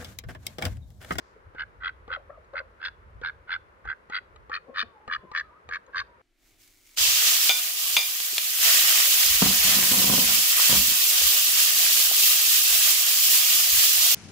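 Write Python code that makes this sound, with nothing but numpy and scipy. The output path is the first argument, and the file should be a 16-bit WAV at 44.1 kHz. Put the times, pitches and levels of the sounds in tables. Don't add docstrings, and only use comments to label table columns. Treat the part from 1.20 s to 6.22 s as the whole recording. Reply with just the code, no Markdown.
import sys
import numpy as np
from scipy import signal
from scipy.fft import rfft, irfft
from scipy.io import wavfile

SR = 44100
rng = np.random.default_rng(int(sys.argv[2]) if len(sys.argv) > 2 else 0)


def output_pcm(signal):
    pcm = np.clip(np.atleast_2d(signal).T, -1, 1) * 32767
    wavfile.write(sys.argv[1], SR, np.round(pcm).astype(np.int16))


N = 221249
TIME = np.arange(N) / SR
TAPS, LEAD = 2048, .012
HZ = np.fft.rfftfreq(TAPS, 1 / SR)
AGE = np.arange(TAPS) / SR - LEAD


def gain_of(db):
    return 10 ** (np.asarray(db) / 20)


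def evened(x):
    return x / np.sqrt(np.mean(x ** 2) + 1e-20)


def read(points, hz):
    f, *columns = np.transpose(points)
    return np.array([np.interp(np.log(hz + 1), np.log(f + 1), c) for c in columns])


def add(mix, s, sound):
    part = mix[..., max(round(s * SR), 0):][..., :sound.shape[-1]]
    part += sound[..., :part.shape[-1]]


def delay(s):
    return np.exp(-2j * np.pi * HZ * s)


def wavering(count, size):
    return evened(signal.fftconvolve(rng.standard_normal(count), signal.windows.hann(2 * size), "same"))


def noise(colour, likeness):
    hz = np.fft.rfftfreq(N, 1 / SR)
    left, other = rfft(rng.standard_normal((2, N)))
    same = np.clip(read(likeness, hz)[0], -1, 1)
    right = same * left + np.sqrt(1 - same ** 2) * other
    return evened(irfft(np.array([left, right]) * gain_of(read(colour, hz)), N))


def outdoors(air_db=-58, drift_db=0.02):
    # frequency in Hz, relative level in dB per Hz.
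    air_colour = [(80, -24), (160, -5.5), (270, -8), (400, -1), (520, 0), (740, -8), (1000, -1),
                  (1350, -2.5), (2000, -9.5), (3200, -23), (5000, -30.5), (8000, -37.5), (12000, -37.5),
                  (15500, -57.5)]
    hiss_colour = [(1500, -16), (2500, -6.5), (4500, 4), (7500, -4), (9000, -16.5), (12000, -27)]
    # time in seconds, level in dB.
    hiss_level = [(0, -72.5), (.09, -72.5), (.2, -87), (.35, -110)]
    # frequency in Hz, left-right likeness from -1 to 1.
    likeness = [(60, 0.8), (120, 1), (260, 0.61), (540, 0.28), (1120, -0.54), (2320, -0.028), (4820, 0.041)]
    drift = np.interp(TIME, np.linspace(0, TIME[-1], num=40), rng.standard_normal(size=40))
    air = gain_of(air_db + drift_db * drift) * noise(air_colour, likeness)
    air = air * gain_of([[1], [-.5]])
    hiss = gain_of(np.interp(TIME, *np.transpose(hiss_level))) * noise(hiss_colour, likeness)
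    return air + rumble() + hiss


def rumble(lumpy_db=2.0):
    # frequency in Hz, relative level in dB per Hz.
    colour = [(15, -25.5), (30, -13), (48, 4), (80, 0.5), (115, -8), (170, -21.5), (400, -46), (1500, -100)]
    # time in seconds, level in dB.
    steady_level = [(0, -66.5), (.3, -59.5), (.9, -55.5), (1.6, -61), (1.9, -53), (2.6, -64), (5, -69.5)]
    # time of the peak in seconds, length in seconds, peak level in dB.
    bumps = [(.28, 0.077, -52), (1.96, 0.044, -45), (2.675, 0.086, -46.5), (3.23, 0.3, -58),
             (3.67, 0.071, -58.5), (3.99, 0.04, -52), (4.22, 0.22, -67), (4.49, 0.13, -55.5),
             (4.81, 0.13, -57.5)]
    lumps = np.interp(TIME, np.linspace(0, TIME[-1], num=60), rng.standard_normal(size=60))
    level = gain_of(np.interp(TIME, *np.transpose(steady_level)) + lumpy_db * lumps)
    for s, length, db in bumps:
        add(level, s - length / 2, gain_of(db) * signal.windows.hann(round(length * SR)))
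    return level * noise(colour, [(50, 0.77), (200, 1.0)])


def fowl():
    return clucks() + whines()


def clucks(trim_db=1, hoarse=0.074, partials=3):
    # start in seconds, length in seconds, start pitch in Hz, end pitch in Hz,
    # level in dB before the trim and the channel balance, fall per overtone in dB.
    cluck_rows = [(.16, 0.011, 525, 366, -52.5, -28), (.9, 0.028, 522, 490, -49.5, -40),
                  (0.963, 0.023, 754, 470, -47.5, -12), (1.091, 0.025, 548, 650, -45.5, -7.5),
                  (1.173, 0.014, 666, 487, -51.5, -35), (1.331, 0.0246, 490, 586, -42, -12.5),
                  (1.398, 0.023, 670, 490, -46.5, -9), (3.432, 0.13, 513.3, 554, -57, -20),
                  (3.481, 0.028, 246, 252, -52.5, -4), (3.481, 0.037, 498, 494, -51, -19),
                  (3.62, 0.036, 241, 235, -52.5, -3), (3.866, 0.038, 235, 216, -57.5, -4.5),
                  (4.022, 0.041, 200, 181.5, -53.5, -1), (4.672, 0.039, 484, 510, -57.5, -3.5)]
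    out = np.zeros((2, N))
    for s, length, start_hz, end_hz, db, fall_db in cluck_rows:
        hz = np.linspace(start_hz, end_hz, round(length * SR))
        turns = np.cumsum(hz * (1 + hoarse * wavering(len(hz), size=150))) / SR
        tone = sum(gain_of(fall_db * k) * np.sin(2 * np.pi * ((k + 1) * turns + rng.random()))
                   for k in range(partials))
        swell = np.sin(np.linspace(0, np.pi, len(hz))) * (1 + 0.3 * wavering(len(hz), size=150))
        add(out, s, gain_of(db + trim_db) * evened(tone * swell))
    return out * gain_of([[2.5], [-3]])


def whines(waver=0.026, flutter=0.23):
    # start in seconds, length in seconds, start, middle and end pitch in Hz,
    # peak level in dB before the flutter.
    notes = [(1.087, 0.092, 1256, 1300, 990, -55), (3.418, 0.35, 1030, 1141, 1083, -59.5),
             (3.704, 0.182, 970, 845, 970, -57), (3.946, 0.3, 1094, 1020, 1086, -54.5),
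             (4.186, 0.15, 1222, 1235, 1194, -56), (4.305, 0.041, 933, 950, 1020, -57.5),
             (4.327, 0.068, 1204, 1220, 1330, -54), (4.856, 0.12, 980, 948, 950, -61)]
    out = np.zeros((2, N))
    for s, length, start_hz, middle_hz, end_hz, db in notes:
        u = np.linspace(0, 1, round(length * SR))
        hz = np.polyval(np.polyfit([0, .5, 1], [start_hz, middle_hz, end_hz], 2), u)
        tone = np.sin(2 * np.pi * np.cumsum(hz * (1 + waver * wavering(len(u), size=400))) / SR)
        swell = (1 + flutter * wavering(len(u), size=400)) * signal.windows.tukey(len(u), .5)
        add(out, s, gain_of(db) * tone * swell)
    return out


def ticks(scrape=0.17, scrape_s=0.0036):
    # time in seconds, peak level in dB, brightness in dB per octave.
    tick_rows = [(.349, -36, -4.5), (.879, -33, -1), (1.245, -57, 13), (1.336, -38, -0.5),
                 (2.015, -34.5, -1.5), (2.653, -32.5, 0.5), (2.899, -31.5, 1.5), (3.161, -41, 7),
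                 (3.297, -30, 0), (3.878, -27.5, 2.8), (4.116, -31, 3.5), (4.49, -27.5, 6),
                 (4.665, -53, 15)]
    # frequency in Hz before a small random shift,
    # level in dB before the brightness tilt, time to fall by 60 dB in seconds.
    resonances = [(500, -4, 0.057), (862, 0, 0.036), (1220, 0, 0.05), (1945, -11.5, 0.066),
                  (2310, -9, 0.012), (3090, -5.5, 0.0043), (3930, -13.5, 0.011), (6700, -24.5, 0.018)]
    out, t = np.zeros((2, N)), AGE + LEAD
    for s, db, slope_db in tick_rows:
        ring = np.zeros(TAPS)
        for hz, level, t60 in resonances:
            decay = gain_of(level - 60 * t / t60 + slope_db * np.log2(hz / 1500))
            ring += decay * np.sin(2 * np.pi * hz * rng.uniform(0.932, 1.05) * t)
        drive = (t == 0) + scrape * rng.standard_normal(TAPS) * np.exp(-t / scrape_s)
        softening = 1 + (HZ / 8500) ** 8
        tick = at_ports(rfft(drive) * rfft(ring) * delay(LEAD) / softening, facing=0.62)
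        add(out, s - LEAD, gain_of(db) * tick / abs(tick).max())
    return out


def at_ports(spectrum, facing):
    # frequency in Hz, left minus right in dB side-on, the same head-on, left's phase lead in radians.
    ports = [(200, 7, 1.5, 1.1), (700, -1, 1, -2), (950, 8.5, 12.5, -1.42), (1422, 0, -5, -1.7),
             (1555, -8.5, -5, -0.5), (1550, -4, -6.5, -1.1), (1926, 1, 8.5, 0.01), (2565, 15.5, 4, -2),
             (2310, 10, 7.5, -1.3), (3170, 6, 6.5, -2), (3290, 9.5, 9, -1.56), (3830, -4, 4.5, -2),
             (4330, -2.5, -5.5, -2), (5670, -3.5, 1, -2.5)]
    side_db, front_db, lead = read(ports, HZ)
    half = gain_of((side_db + facing * (front_db - side_db)) / 2) * np.exp(.5j * lead)
    return irfft(spectrum * np.array([half, 1 / half])) * signal.windows.tukey(TAPS, 1 / 3)


def duck(drag_s=0.00056, jitter_s=.0003, shimmer_db=0.29, lead_in_db=-19, limp_db=-11):
    # start in seconds, number of beats, mean beats per second, mid-quack level in dB,
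    # swell from the first beat in dB, factor on the throat's resonances, bill resonance in dB, twang in Hz.
    quacks = [(0.3698, 6, 83.8, -31.5, 16, 1.05, 8, 2920), (.621, 7, 85.3, -29.5, 10, 1.012, 12, 3350),
              (0.9026, 6, 85.8, -31, 4.5, 1, 4.5, 3190), (1.354, 5, 83.8, -31.5, 2, 1.017, 11, 4350),
              (1.6163, 7, 91, -31, 10, 1.076, -1, 3490), (2.0352, 6, 84, -30, 1.5, 1.058, 0, 3930),
              (2.293, 7, 88.8, -28.5, 6, 1.027, 9, 3370), (2.66, 6, 74.2, -30.5, 14.5, 1.056, 10, 3290),
              (2.9219, 7, 96.4, -28.5, 6, 0.98, 16.5, 4540), (3.3155, 6, 86.4, -30.5, 2.5, 1.003, 4, 4320),
              (3.5595, 7, 93, -25.5, 8.5, 1.053, -3, 3700), (3.898, 6, 81.6, -27, 7.5, 1.02, 3.5, 3250),
              (4.1488, 6, 85.5, -27, 0, 1.044, 3, 4200), (4.51, 6, 86.6, -30, 5, 1, 1, 2250),
              (4.7453, 7, 89.3, -28, 4.5, .97, 2, 4600)]
    # time in seconds, facing from 0 side-on to 1 head-on,
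    # delay of the ground echo in ms.
    pose = [(.37, 0.075, 1.41), (.62, 0.071, 1.53), (1.2, 0, 1.51), (2.04, 0, 1.38), (2.85, 0.074, 1.5),
            (3.301, 0.66, 1.6), (3.6, 0.47, 1.69), (4.151, 0.92, 1.762), (4.75, 0.95, 1.91)]
    fade_db = -5
    usual_rate, bright_db_per_rate = 90.1, 0.68
    usual_db, bright_per_db = -29, .5
    twang_db = 11
    open_late, shut_by_end = 1.27, 0.95
    rough_shut, rough_open = 0.54, 0.68
    out = np.zeros((2, N))
    pose_s, facings, echoes_ms = np.transpose(pose)
    for s, beats, rate, peak_db, swell_db, size, bill_db, twang_hz in quacks:
        facing = np.clip(np.interp(s, pose_s, facings), 0, 1)
        echo_ms = np.interp(s, pose_s, echoes_ms)
        bright_db = bright_db_per_rate * (rate - usual_rate) + bright_per_db * (peak_db - usual_db)
        colour = facing, size, bill_db, bright_db, echo_ms, twang_hz, twang_db
        first_db, last_db = peak_db - swell_db, peak_db + fade_db
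        k = np.arange(round(beats))
        u = k / k[-1]
        slip, shimmer = rng.standard_normal((2, len(k)))
        starts = s + k / rate + drag_s * np.sin(2 * np.pi * u) + jitter_s * slip
        arch = np.polyfit([0, .5, 1], [first_db, peak_db, last_db], 2)
        levels_db = np.polyval(arch, u) + shimmer_db * shimmer
        openings = np.sin(np.pi * shut_by_end * u ** open_late)
        for start, db, opening in zip(starts, levels_db, openings):
            rough = rough_shut + (rough_open - rough_shut) * opening
            add(out, start - LEAD, gain_of(db) * beat(opening, 1 / rate, *colour, rough=rough))
        rustle = beat(0.067, 2.3 / rate, *colour, rough=0.78, leak=4)
        add(out, s - .01 - LEAD, gain_of(peak_db + lead_in_db) * rustle)
        flap = beat(0, 1 / rate, *colour, rough=0.58)
        add(out, starts[-1] + 0.0054 - LEAD, gain_of(last_db + limp_db) * flap)
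    return out


def beat(opening, period, facing, size, bill_db, bright_db, echo_ms, twang_hz, twang_db, rough,
         leak=.42, leak_open=.45, peak_s=0.001594, puff_at_s=0.0023, puff_s=0.0013, scatter_s=0.00083,
         smooth_hz=2600, rasp_db=2, glide=0.024, unsteady=0.016, twang_width_hz=170):
    rise = 1 + glide * (opening - .6) + unsteady * rng.standard_normal()
    twang = twang_db * opening / (1 + ((HZ - twang_hz * rise) / twang_width_hz) ** 2)
    db = throat(opening, facing, size * rise, bill_db, bright_db) + twang
    push = gain_of(db) / np.sqrt(1 + (HZ / smooth_hz) ** 4) * delay(LEAD + peak_s)
    since = AGE - puff_at_s - scatter_s * rng.standard_normal()
    leaking = (leak + leak_open * opening) * np.exp(-(since / (period / 2)) ** 2)
    gap = np.exp(-(since / puff_s) ** 2) + leaking
    rasp = rasp_db * HZ ** 4 / (HZ ** 4 + smooth_hz ** 4)
    puff = rfft(gap * rng.standard_normal(TAPS)) * causal(db + rasp)
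    voice = (1 - rough) * push / np.linalg.norm(push) + rough * puff / np.linalg.norm(puff)
    heard = at_ports(voice * ground(facing, echo_ms), facing)
    return evened(heard) * np.sqrt(period * SR / TAPS)


def throat(opening, facing, size, bill_db, bright_db, shut_db=-10, bill_shut=0.69, bill_hz=2000,
           bill_width_hz=200):
    # frequency in Hz before the size factor, relative dB side-on, relative dB head-on.
    voice_colour = [(300, -40.5, -29.5), (670, -32, -36), (950, -14, -30.5), (1217, -11.5, 0),
                    (1538, 4, -4), (1850, -21, 3.5), (1993, -15.5, -18), (2518, -19.5, -10.5),
                    (2738, -26.5, -33), (2840, -17.5, -13.5), (3100, -19, -19.5), (4427, -22.5, -19.5),
                    (5300, -39, -28), (5080, -41.5, -32.5), (6290, -68, -28), (8300, -83.5, -83)]
    side_db, front_db = read(voice_colour, HZ / size)
    treble = np.clip(np.log2((HZ + 1) / 1700), 0, 1)
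    bill_height = bill_db * (bill_shut + (1 - bill_shut) * opening)
    bill = bill_height / (1 + ((HZ - bill_hz) / bill_width_hz) ** 2)
    return side_db + facing * (front_db - side_db) + bill + treble * (bright_db + shut_db * (.75 - opening))


def causal(db):
    log_gain = np.log(gain_of(np.r_[db, db[-2:0:-1]]))
    return np.exp(np.conj(signal.hilbert(log_gain)))[:len(db)]


def ground(facing, echo_ms, echo=0.57, echo_facing=0.098, second=0.35):
    bounce = delay(echo_ms / 10 ** 3)
    return 1 + (echo + echo_facing * facing) * bounce + second * facing * bounce ** 2


def yard(x, gap_s=0.0083):
    # frequency in Hz, time to fall by 60 dB in seconds.
    decay_times = [(300, 0.25), (1500, 0.24), (4000, 0.29), (9000, 0.063)]
    taps = rng.standard_normal((2, SR // 2)) * (np.arange(SR // 2) > gap_s * SR)
    hz, t, z = signal.stft(taps, SR, nperseg=256)
    decay = gain_of(-60 * t / read(decay_times, hz).T)
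    tail = signal.istft(z * decay, SR, nperseg=256)[1]
    return signal.fftconvolve(x, tail / np.linalg.norm(tail[0]), axes=1)[:, :N]


def scene(duck_wet_db=-30, fowl_wet_db=-12):
    near, far = duck() + ticks(), fowl()
    echoes = yard(gain_of(duck_wet_db) * near + gain_of(fowl_wet_db) * far)
    return near + far + echoes + outdoors()


def record(dry, edge_hz=15700):
    low_pass = signal.firwin(511, edge_hz, window=("kaiser", 9), fs=SR)
    return signal.oaconvolve(dry, low_pass[None], "same")


dry = scene()
out = record(dry)
output_pcm(out)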